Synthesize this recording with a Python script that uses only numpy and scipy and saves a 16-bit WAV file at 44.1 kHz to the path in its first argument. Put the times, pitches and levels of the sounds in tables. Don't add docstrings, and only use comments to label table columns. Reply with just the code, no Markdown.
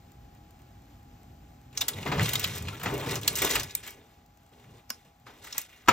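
import sys
import numpy as np
from scipy import signal
from scipy.fft import rfft, irfft, next_fast_len
from scipy.io import wavfile
from scipy.ndimage import uniform_filter1d, map_coordinates

SR = 44100
rng = np.random.default_rng(int(sys.argv[2]) if len(sys.argv) > 2 else 0)


def how_loud(loudness_db):
    steps = np.asarray(loudness_db, float) / 20
    return 10 ** steps


def digitize_waveform(pressure):
    field = np.atleast_2d(pressure).T
    bounded = np.clip(field, -1, 1)
    quanta = np.round(bounded * 32767).astype(np.int16)
    wavfile.write(sys.argv[1], SR, quanta)


N = 261072


def unit(x):
    return x / np.sqrt(np.mean(x ** 2) + 1e-20)


def along(points, hz):
    f, v = np.transpose(points)
    return np.interp(np.log(hz + 1), np.log(f + 1), v)


def curves(rows):
    times, *columns = np.transpose(rows)
    return [np.interp(np.arange(N) / SR, times, column) for column in columns]


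def wobble(rate):
    coarse = np.arange(0, N + 32, 32)
    knots = rng.standard_normal(int(N * rate / SR) + 4)
    return np.interp(np.arange(N), coarse, map_coordinates(knots, [coarse * rate / SR]))


def filtered(x, response):
    m = next_fast_len(x.shape[-1] + 2048)
    spectrum = rfft(x, m) * response(np.fft.rfftfreq(m, 1 / SR))
    return irfft(spectrum, m)[..., :x.shape[-1]]


def resonances(f, modes):
    total = 0
    for k, (centre, width, db) in enumerate(modes):
        damping = 1j * f * width
        total = total + (-1) ** k * how_loud(db) * damping / (centre * centre - f * f + damping)
    return total


def add_at(out, s, sound):
    out[round(s * SR):][:len(sound)] += sound


def grit(per_s, spread_db, smooth):
    size = how_loud(spread_db * np.minimum(rng.exponential(size=N), 2.5))
    slips = (rng.random(N) < per_s / SR) * rng.standard_normal(N) * size
    return unit(slips) + smooth * rng.standard_normal(N)


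def patchy(x, depth_db):
    z = signal.stft(x, nperseg=256)[2]
    field = uniform_filter1d(rng.standard_normal(z.shape), size=5, axis=0)
    field = uniform_filter1d(field, size=9, axis=1)
    return unit(signal.istft(z * how_loud(depth_db * unit(field)), nperseg=256)[1][:N])


# (start [s], length [s], load [dB], speed [dB], trend over the pull [dB])
STROKES = [(1.73, 0.19, -58, -63, 9), (1.933, 0.1, -47.5, -52.5, 1.5), (2.05, 0.17, -37.5, -54.5, 2.5),
           (2.213, 0.088, -43, -36.5, -1.5), (2.303, 0.28, -46.5, -44, -1), (2.6, 0.51, -47, -54, -5.5),
           (2.85, .2, -35, -50.5, -1.5), (3.056, 0.12, -35.5, -42.5, -2.5), (3.212, 0.13, -45.5, -50.5, 4),
           (3.361, 0.069, -43.5, -36.5, -3), (3.413, 0.07, -26.5, -31.5, -7.5),
           (3.487, 0.12, -38.5, -34.5, -5), (3.621, 0.24, -51.5, -52.5, -13),
           (3.826, 0.092, -54, -49.5, -5.5), (3.933, 0.28, -57.5, -67.5, -13), (4.515, .28, -63, -73, 3),
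           (4.89, 0.17, -61, -59.5, -17), (5.043, 0.066, -56, -68, -12), (5.256, 0.24, -56, -64, -7.5),
           (5.417, 0.14, -63.5, -56.5, 2.5), (5.558, 0.084, -73, -51, -5), (5.68, 0.22, -66, -64.5, -5)]
GRIP_S, LET_GO_S = 0.0079, 0.15


def strokes():
    load, speed, t = np.zeros(N), np.zeros(N), np.arange(N) / SR
    for s, length, load_db, speed_db, trend_db in STROKES:
        start = int(s * SR)
        u = t[start:] - s
        drift_db = trend_db * np.minimum(u / length, 1)
        fade_db = 60 * np.maximum(u - length, 0) / LET_GO_S
        shape = (1 - np.exp(-u / GRIP_S)) * how_loud(drift_db - fade_db)
        load[start:] += (how_loud(load_db) * shape) ** 2
        speed[start:] += (how_loud(speed_db) * shape) ** 2
    return np.sqrt(load), np.sqrt(speed)


# (start [s], length [s], level [dB])
RUBS = [(0.34, .03, -70), (0.586, .02, -68), (0.668, .03, -70), (2.72, .03, -50), (2.81, .04, -48),
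        (3.70, .03, -55), (3.755, .06, -58), (3.866, .025, -53), (5.69, .02, -62), (5.715, .05, -59),
        (5.775, .07, -67)]
RUB_FADE_S = 0.05


def rubs():
    t, gain = np.arange(N) / SR, np.zeros(N)
    for s, length, db in RUBS:
        fade_db = np.minimum(60 * np.maximum(t - s - length, 0) / RUB_FADE_S, 99)
        gain += (t > s) * how_loud(db - fade_db)
    return gain


# (time [s], level [dB], pitch [Hz], t60 [s])
FLEXES = [(1.74, -70, 84.9, 0.53), (1.982, -37, 87.3, 1.2), (2.103, -28.5, 150, 1),
          (2.189, -24.5, 164.2, 0.54), (2.227, -23, 117.8, 0.19), (2.31, -35.5, 131.7, 1.8),
          (2.45, -35.5, 89.4, 1.2), (2.56, -38, 84.7, 0.51), (2.621, -36, 83.7, 0.83),
          (2.671, -32, 76, 0.32), (2.872, -33, 161.3, 1.4), (2.931, -32.5, 108.3, 1.3),
          (3.02, -36.5, 142.9, 1.2), (3.105, -33, 111, 1), (3.331, -35.5, 98.5, 0.19),
          (3.441, -35.5, 58, 0.24), (3.58, -36, 57.9, 0.56), (3.72, -56, 99.8, 0.49),
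          (4.699, -47, 111.3, 0.46), (5.07, -57.5, 110.2, .4), (5.268, -56, 110, 0.42),
          (5.43, -60, 110, 0.29), (5.86, -60, 109, 0.42)]
SWELL_DB_PER_S, LONGEST_T60_S = 214, 1.2


def flexes():
    t = np.arange(0, N + 64, 64) / SR
    levels = []
    for s, db, _, t60 in FLEXES:
        fade_db = 60 * (t - s) / min(t60, LONGEST_T60_S)
        levels.append(db - np.where(t < s, SWELL_DB_PER_S * (s - t), fade_db))
    loudest = np.max(levels, axis=0)
    return how_loud(np.interp(np.arange(N) / SR, t, loudest)), curves(FLEXES)[1]


# (frequency [Hz], width [Hz], level [dB])
SHEET = [(890, 35, 1.5), (1278, 76, 5), (1470, 25, 5), (1698, 20, 10.5), (1952, 80, 3), (2202, 78, 9.5),
         (2450, 62, 3.5), (2800, 83, 10), (3200, 36, 4), (3570, 93, 10.5), (4085, 48, 3), (5600, 51, 6.5),
         (5857, 55, 1), (7030, 70, 2.5)]
# (frequency [Hz], width [Hz], level [dB])
RACK = [(293, 47, -5), (413, 24, 10), (476, 18, 4), (573, 40, 5), (890, 6.5, -1.5)]
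# (frequency [Hz], width [Hz], level [dB])
BOOM = [(79, 96, -3), (150, 132, -0.15)]
# (frequency [Hz], level per Hz [dB])
RATTLE = [(120, -5.5), (280, 2.5), (600, -0.5), (1200, -0.5), (2200, -64.5)]
# (frequency [Hz], level per Hz [dB])
SLIP = [(600, -35), (1300, 0), (2200, 2.5), (3600, -1), (5500, -32.5), (12000, -2)]
# (frequency [Hz], level per Hz [dB])
RASP = [(2200, -12), (4200, -7), (8000, -5.5), (11000, 7), (14000, -12.5), (16000, -19.5)]
EDGE_LOAD_DB, EDGE_SPEED_DB = -4.5, 5
WOOD_S, WOOD_DB = 5.9, 14
CATCH_DB = 1.2


def drag():
    load, speed = strokes()
    on_wood = np.arange(N) > WOOD_S * SR
    edge = np.hypot(how_loud(EDGE_LOAD_DB) * load, how_loud(EDGE_SPEED_DB) * speed) * how_loud(WOOD_DB * on_wood)
    edge = edge + rubs()
    bend, flex_hz = flexes()
    judder = wobble(45)

    def body(shape):
        return lambda f: how_loud(along(shape, f)) * (0.5 + resonances(f, SHEET) * how_loud(-5.5))

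    def wires(f):
        return how_loud(along(RATTLE, f)) * (0.59 + resonances(f, RACK))

    phase = 2 * np.pi * np.cumsum(flex_hz * (1 + 0.0736 * wobble(30))) / SR
    flex = np.sin(phase) * how_loud(0.84 * wobble(25))
    shake = unit(filtered(rng.standard_normal(N), lambda f: resonances(f, BOOM) ** 2))
    boom = bend * (0.7 * flex + 0.62 * shake)

    rattle = patchy(filtered(grit(900, 2.4, smooth=1.8), wires), depth_db=1.5)
    rattle = rattle * load * how_loud(0.53 * judder)

    flutter_db = 1.0 * judder + 1.5 * wobble(120)
    slip = patchy(filtered(grit(900, 2.8, smooth=0.9), body(SLIP)), depth_db=1.4)
    slip = slip * edge * how_loud(flutter_db)

    rasp_db = 10.5 + CATCH_DB * judder + 1.7 * wobble(76)
    rasp = patchy(filtered(grit(1500, 1.4, smooth=1.0), body(RASP)), depth_db=1.5)
    rasp = rasp * speed * how_loud(rasp_db)
    return boom + rattle + slip + rasp


# (frequency [Hz], width [Hz], level [dB]); a clack uses only the frequencies
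TRAY = [(389.5, 7.4, -1.5), (1247, 51, -6.5), (1960, 320, -15), (2890, 63, 7.5), (3800, 49, -18),
        (3970, 41, 2.5), (5500, 160, -31), (6760, 490, -16), (7870, 50, -32.5)]
FIRST_TOUCH, TOUCH_S = 1.75, 0.00034


def clack(hz, thud_db, snap_db, linger_db):
    t = np.arange(SR // 10) / SR
    slow = how_loud(min(linger_db, 5))

    def fade(t60):
        return how_loud(-60 * t / (t60 * slow)) * (1 - np.exp(-t / (0.00065 * slow)))

    def burst(t60):
        touches = rng.standard_normal(len(t)) * how_loud(2.78 * rng.standard_normal(len(t)))
        first = FIRST_TOUCH / max(slow, 1) ** 2 * np.exp(-t / TOUCH_S)
        return touches * (fade(t60) + 0.15 * fade(3.14 * t60) + first)

    def top(v):
        return v / np.abs(v).max()

    modes = [(hz, 0.11 * hz, 1.5), (hz, 0.92 * hz, -8)]
    for centre, _, _ in TRAY:
        modes.append((centre, 70 + 0.02 * centre, -5 - 14 * abs(np.log(centre / hz))))

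    def dull(f):
        return resonances(f, [(932, 1950, 0.0091)]) ** 2 + resonances(f, [(241, 170, 0.5)])

    ring = filtered(burst(0.041), lambda f: resonances(f, modes))
    thud = filtered(burst(0.12), dull)
    snap = filtered(burst(0.031), lambda f: resonances(f, [(11720, 9150, 0)]) ** 2)
    return top(ring) + how_loud(thud_db + 5.0) * top(thud) + how_loud(snap_db + 10.0) * top(snap)


# (time [s], peak [dB], centre [Hz], snap [dB])
CLICKS = [(1.7513, -41, 2370, -7), (1.7747, -10, 6300, -12), (1.8085, -13.5, 5500, -20),
          (1.8165, -13.5, 3740, -8), (1.8855, -19, 3440, 6), (1.9335, -29, 3700, -18.5),
          (2.2304, -30.5, 4100, 15), (2.2905, -21, 3900, 4), (2.3548, -8.5, 3800, -3.5),
          (2.3956, -21, 2770, 6), (2.4425, -10.5, 2920, -6.5), (2.6721, -29, 2400, -32),
          (3.2321, -24, 3280, -2), (3.2775, -5, 4270, -4), (3.2779, -18.5, 4650, 14),
          (3.3546, -17, 6270, -1), (3.3864, -15, 7600, -1.5), (3.5967, -15, 6400, -4),
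          (3.695, -38, 3800, -15.5), (3.7078, -28, 5000, -12), (5.5257, -21, 5690, -10.5),
          (1.7755, -30, 2640, -25), (5.5801, -21, 6400, 11), (5.615, -32, 5170, 6),
          (1.9851, -29, 2100, -10), (2.0754, -38.5, 2800, 10), (2.0834, -28, 1990, -18),
          (2.2101, -22, 2080, -8), (2.4755, -23, 1960, -2), (2.497, -45, 2800, -2), (2.5808, -33, 5500, 7),
          (2.6237, -37, 5500, 8), (2.6521, -32, 2140, -16), (2.7968, -51, 5500, 12),
          (2.8143, -26.5, 1410, -24), (2.8861, -35, 1345, 3), (2.9405, -36, 2700, 9),
          (2.9789, -34, 2750, 9), (3.0682, -25, 1680, -12), (3.1111, -40, 5810, 5), (3.2138, -35, 6120, 6),
          (3.3296, -31, 2450, 4), (3.361, -18, 7040, -1.5), (3.3725, -27, 2150, 11.5),
          (3.4932, -27, 2190, 7.5), (3.5107, -14.5, 7030, -3.5), (3.5496, -28, 2370, 3),
          (5.5262, -27, 3850, -17), (5.5812, -24, 2880, -9)]
# (time [s], peak [dB], centre [Hz], snap [dB])
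RAPS = [(1.7278, -42.5, 2670, -8), (1.8113, -18.5, 4070, 4), (1.882, -19, 4640, 9.5),
        (2.0282, -26.5, 2500, -30), (2.2054, -17, 2090, -20), (2.3333, -18, 2970, 5),
        (2.6837, -21, 2565, -10), (3.1104, -29.5, 1900, 8), (3.1556, -18.5, 5900, 3),
        (3.419, -17.5, 2220, 6.5), (3.4479, -22.5, 3700, 9), (3.5552, -10, 2256, -2),
        (3.6319, -25.5, 4950, 3), (3.834, -34.5, 7330, -14), (3.8654, -33, 2330, 1),
        (3.876, -33.5, 3000, 5), (3.9054, -49.5, 2250, 17), (4.6408, -47, 2115, -21),
        (5.4443, -37.5, 1597, 5), (5.4695, -33, 1980, -2)]
# (time [s], peak [dB], centre [Hz], snap [dB])
BUMPS = [(2.0601, -25, 1960, -22), (2.1164, -21, 2460, -18), (2.1214, -31, 2830, -9),
         (2.1788, -27, 2700, -25), (2.5554, -37.5, 2365, 10.5), (2.7975, -36.5, 2410, 3),
         (2.8321, -28.5, 1960, 6.5), (2.8583, -23.5, 2290, -33.5), (3.0294, -34.5, 2400, -11),
         (5.2658, -39, 1540, -27), (5.5454, -40.5, 1470, -6), (5.8800, -31, 1580, -28.5)]
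# (time [s], peak [dB], centre [Hz], thud [dB])
PINGS = [(3.7519, -19, 8560, -26), (4.903, -17, 5400, -39), (4.9036, -27.5, 1360, -29.5),
         (5.5803, -26, 7470, -10), (5.8765, -26, 1800, -3), (2.1950, -14, 1960, -8.5),
         (2.8589, -28, 1290, 2.5), (4.8890, -60, 5070, -30), (4.8948, -41.5, 5100, -12),
         (5.8610, -44, 1260, -16)]
# (time [s], peak [dB])
TICKS = [(0.119, -46), (0.35, -53), (0.508, -48), (0.592, -54), (0.619, -50), (0.821, -55), (1.03, -50),
         (1.232, -50.5), (1.615, -55), (4.2623, -52.5), (4.374, -52), (4.433, -57), (4.4645, -52),
         (4.476, -60), (4.493, -58), (4.599, -52), (5.049, -56.5), (5.199, -53.5)]
# (frequency [Hz], level [dB], t60 [s])
CLINK = (4.9028, [(5080, -43, .13), (5230, -37, .05), (5350, -39, .12), (5480, -40, .05)])
CLICK, RAP, BUMP = (-29, -1.36), (-12, 0.83), (0.45, 5.5)
PING_SNAP_DB, PING_LINGER_DB = 2.2, -9
SNAP_DB_PER_OCTAVE = 21


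def contacts():
    out = np.zeros(N + SR)
    for rows, (thud_db, linger_db) in [(CLICKS, CLICK), (RAPS, RAP), (BUMPS, BUMP)]:
        for s, db, hz, snap_db in rows:
            add_at(out, s, how_loud(db - 3.5) * clack(hz, thud_db, snap_db, linger_db))
    for s, db, hz, thud_db in PINGS:
        snap_db = PING_SNAP_DB + SNAP_DB_PER_OCTAVE * np.log2(hz / 6000)
        add_at(out, s, how_loud(db) * clack(hz, thud_db, snap_db, PING_LINGER_DB))
    for s, db in TICKS:
        add_at(out, s, how_loud(db - 2.5) * clack(7400, -9, 3, -14))
    t = np.arange(SR // 10) / SR
    clink_s, clink_modes = CLINK
    for hz, db, t60 in clink_modes:
        add_at(out, clink_s, how_loud(db - 60 * t / t60) * np.sin(2 * np.pi * hz * t))
    return out[:N]


# (time [s], level [dB])
LANDING = [
    (5.8845, -5),
    (5.8874, -10),
    (5.8906, -8.5),
]
# (frequency [Hz], level [dB], t60 [s])
CORNER = [(305, -12.5, 0.027), (385, -13, 0.045), (577, -11.5, 0.037), (763, -17, .05), (1000, -3.5, 0.034),
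          (1150, -4, 0.035), (1302, -0.5, 0.045), (1580, -1, 0.026), (2218, -10.5, 0.06),
          (2330, -9.5, 0.048), (2660, -11, 0.037), (3600, -21.5, 0.032), (5685, -11, 0.033),
          (6900, -22, .03)]
WOOD_DAMPS = 0.75


def landing():
    out, t = np.zeros(N + SR), np.arange(SR // 10) / SR
    for s, db in LANDING:
        ring = np.zeros(len(t))
        for hz, level_db, t60 in CORNER:
            decay_db = level_db + rng.normal(0, 1.66) - 60 * t / (WOOD_DAMPS * t60)
            ring += how_loud(decay_db) * np.sin(2 * np.pi * hz * t)
        ring = ring * (1 - np.exp(-t / 0.00078))
        add_at(out, s, how_loud(db) * (ring + how_loud(-8.5) * clack(2400, -4.5, -5.0, 0.53)))
    return out[:N]


# (time [s], level [dB], frequency [Hz], t60 [s])
RINGS = [(1.7745, -30, 3430, .03), (1.8112, -21, 6029, .03), (1.8112, -20, 3600, .035),
         (1.8168, -19, 3590, .035), (1.8825, -25, 6287, .03), (1.883, -31, 1960, 0.035),
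         (1.885, -30, 7300, .03), (2.124, -32, 2770, .04), (2.229, -29, 4200, .04), (2.231, -34, 6115, .04),
         (2.355, -27, 2060, 0.041), (2.396, -35, 6976, .03), (2.442, -32, 5943, .03),
         (2.671, -41, 2490, 0.073), (2.729, -35, 1346, 0.092), (2.859, -25, 1981, .04),
         (2.938, -30, 429, 0.11), (3.157, -34, 7200, .04), (3.2775, -23, 7100, .03),
         (3.278, -28, 6373, .03), (3.282, -30, 1714, .035), (3.385, -33, 6330, .03),
         (3.4185, -22, 2170, .04), (3.419, -27, 3380, .04), (3.449, -28, 3703, .04),
         (3.508, -32, 2153, .05), (3.509, -32, 3875, .05), (3.518, -31, 5857, .04), (3.555, -33, 5700, .04),
         (3.5565, -23, 2245, 0.049), (3.565, -29.5, 3875, 0.046), (3.6955, -40, 3750, 0.023),
         (3.7078, -36, 3780, .03), (3.751, -28, 6680, .02), (3.7515, -29, 3800, .02),
         (3.752, -35, 5300, 0.036), (3.7525, -31, 2290, .025), (3.833, -46, 1510, 0.037),
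         (3.841, -46, 7321, .08), (3.868, -38, 2250, .16), (3.862, -44, 3200, .1),
         (4.9032, -31.5, 1098, 0.031), (4.9035, -31.5, 1517, 0.044), (4.9035, -37, 3800, .02),
         (4.905, -41, 2890, .05), (4.906, -41, 220, 0.052), (5.5805, -35, 1880, .03),
         (5.858, -52, 1260, .2), (5.886, -22, 5857, 0.044), (5.887, -28, 104, .15),
         (5.8955, -18, 1000, .04), (5.896, -22, 2300, .04), (5.8875, -17, 280, .03),
          (5.912, -26, 500, .06), (5.915, -26, 2300, .05), (1.8095, -28, 2700, .03),
          (1.8115, -26, 2300, .03), (1.889, -30, 3500, .05), (2.684, -27, 2500, .02),
          (3.157, -28, 3000, .03), (2.2, -26, 1500, .05), (2.865, -27, 2600, .04), (3.362, -32, 3200, .02),
          (3.612, -36, 3700, .02), (4.9032, -28, 5300, .015)]
RISE_SHARE, RING_ROUGH = 0.03, 0.28


def rings():
    out, t = np.zeros(N + SR), np.arange(SR // 6) / SR
    for s, db, hz, t60 in RINGS:
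        wander = RING_ROUGH * np.cumsum(rng.standard_normal(len(t))) * np.sqrt(hz / SR)
        swell = 1 - np.exp(-t / (RISE_SHARE * t60))
        add_at(out, s, how_loud(db - 60 * t / t60) * swell * np.sin(2 * np.pi * hz * t + wander))
    return out[:N]


# (time [s], level [dB])
FAN = [(0, 0), (1.6, 1.5), (3.7, -3), (4.3, -7.5), (4.75, -7), (5.2, -11), (5.92, -10)]
# (frequency [Hz], level per Hz [dB])
RUMBLE = [(25, -24.5), (50, 1), (120, -1), (200, -9), (290, -9.5), (340, -14.5), (600, -25.5), (900, -44.5)]
# (frequency [Hz], level per Hz [dB])
HISS = [(150, -33), (400, -12), (750, 2.5), (900, -3.5), (2500, -9), (5000, -14), (10000, -13.5),
        (15000, -5.5), (16200, -26)]
# (frequency [Hz], width [Hz], level [dB])
WHINE = [(242, 12, 1), (671, 16, -3), (747, 20, -2)]
RUMBLE_DB, HISS_DB, TONE_DB = -53.5, -61.5, -65.5
HISS_FOLLOWS, TONE_FOLLOWS = 0.29, 0.27
TONE_HZ = 821
TONE_LEAVES_S, TONE_LEAVES_DB = 5.44, -6


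def fan():
    near_db, = curves(FAN)
    hiss_db = HISS_DB + HISS_FOLLOWS * near_db

    def noise(shape):
        return unit(filtered(rng.standard_normal(N), shape))

    rumble = how_loud(RUMBLE_DB + near_db + 0.39 * wobble(3.2)) * noise(lambda f: how_loud(along(RUMBLE, f)))
    hiss = how_loud(hiss_db + 0.5 * wobble(12)) * noise(lambda f: how_loud(along(HISS, f)))
    whine = how_loud(hiss_db - 5.5) * noise(lambda f: resonances(f, WHINE) ** 2)
    shaded = np.clip((np.arange(N) / SR - TONE_LEAVES_S) / 0.2, 0, 1)
    tone_db = TONE_DB + TONE_FOLLOWS * near_db + TONE_LEAVES_DB * shaded
    phase = 2 * np.pi * np.cumsum(TONE_HZ + 1.1 * wobble(5.4)) / SR
    tone = how_loud(tone_db + 2.5 + 0.7 * wobble(3.1)) * np.sin(phase)
    return rumble + hiss + whine + tone


# (frequency [Hz], t60 [s])
KITCHEN = [(200, 0.98), (2000, 0.095), (8000, 0.25), (16000, 0.06)]


def tail(seconds, scale):
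    hz, t, z = signal.stft(rng.standard_normal(int(seconds * SR)), SR, nperseg=256)
    t60 = scale * along(KITCHEN, hz)[:, None]
    h = signal.istft(z * how_loud(-60 * t / t60), SR, nperseg=256)[1]
    return h / np.linalg.norm(h)


def scattered(x):
    z = signal.stft(x, nperseg=128)[2]
    return signal.istft(z * np.exp(2j * np.pi * rng.random(z.shape)), nperseg=128)[1][:N]


def scene():
    hits = contacts() + landing()
    tray, air = drag() + hits, fan()
    turns = np.arange(N) // (SR // 4) % 3 == np.arange(3)[:, None]
    echo = sum(signal.fftconvolve(part, tail(0.066, 0.97))[:N] for part in hits * turns)
    tray = tray + rings()
    near = tray + air + how_loud(-16.5) * echo
    apart = scattered(tray + how_loud(7.0) * air + how_loud(-2.0) * echo)
    return np.array([near + apart, near - apart])


def thinned(mid, side, under_db, sudden_db):
    window = ("kaiser", 3)
    z = signal.stft([mid, side], SR, nperseg=2048, window=window)[2]
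    power = np.abs(z[:, :1024]).reshape(2, 64, 16, -1) ** 2
    band = power.sum(axis=2)
    treble = band[:, 8:].sum(axis=(0, 1))
    sudden = treble > how_loud(2 * sudden_db) * np.roll(treble, 1)
    weak = (band < how_loud(2 * under_db) * band[::-1]) & ~sudden
    weak[:, :4] = False
    z[:, :1024] *= ~np.repeat(weak, 16, axis=1)
    return signal.istft(z, SR, nperseg=2048, window=window)[1][:, :N]


def top_cut(x):
    return signal.sosfilt(signal.butter(12, 16990, fs=SR, output="sos"), x)


# (frequency [Hz], level [dB])
SUM = [(25, -10), (45, 1), (4600, -1.5), (4880, -4), (5150, 0), (7000, -2.5), (13500, -7.5), (15800, -11)]
# (frequency [Hz], level [dB])
CANCEL = [(7600, 0), (8500, -5), (9200, -19), (11400, -21), (11900, -7), (13300, 0)]
# (frequency [Hz], level [dB])
EDGE = [(15800, -1), (16200, -26.5), (17000, -50.5)]
# (frequency [Hz], level [dB])
DIFFERENCE = [(100, -38), (250, -19.5), (500, -9.5), (900, -5.5), (1800, -13.5), (2700, -6), (4700, -4.5),
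              (6000, -10), (7500, -3.5), (11500, -13), (13000, -15), (14000, -13), (15800, -49),
              (16200, -67)]
# (frequency [Hz], angle [rad])
TURN = [(350, 1.8), (650, 1.26), (1400, 0.39), (2300, 1.6), (4500, 1.56), (4900, 6.4), (5400, 2.97),
        (5900, 7.93), (9500, 7.77), (10500, 11.1)]
# (frequency [Hz], angle [rad])
LOOSE = [(100, 3.2), (400, 0.39), (900, 0.47), (1800, 1.1), (4000, 0.32), (7000, 0.23), (12000, 1.1),
         (15000, 3.45)]


def record(dry):
    near, apart = (dry[0] + dry[1]) / 2, (dry[0] - dry[1]) / 2

    def tied(f):
        return how_loud(along(DIFFERENCE, f)) * np.cos(along(LOOSE, f)) * np.exp(1j * along(TURN, f))

    def loose(f):
        return how_loud(along(DIFFERENCE, f)) * np.sin(along(LOOSE, f))

    mid = filtered(near, lambda f: how_loud(along(SUM, f) + along(CANCEL, f) + along(EDGE, f)))
    side = filtered(near, tied) + filtered(apart, loose)
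    mid, side = thinned(mid, side, under_db=-11, sudden_db=3.5)
    pair = np.array([mid + side, mid - side])
    pair = pair / (1 + np.abs(pair / 0.95) ** 6) ** (1 / 6)
    return top_cut(pair)


dry = scene()
out = record(dry)
digitize_waveform(out)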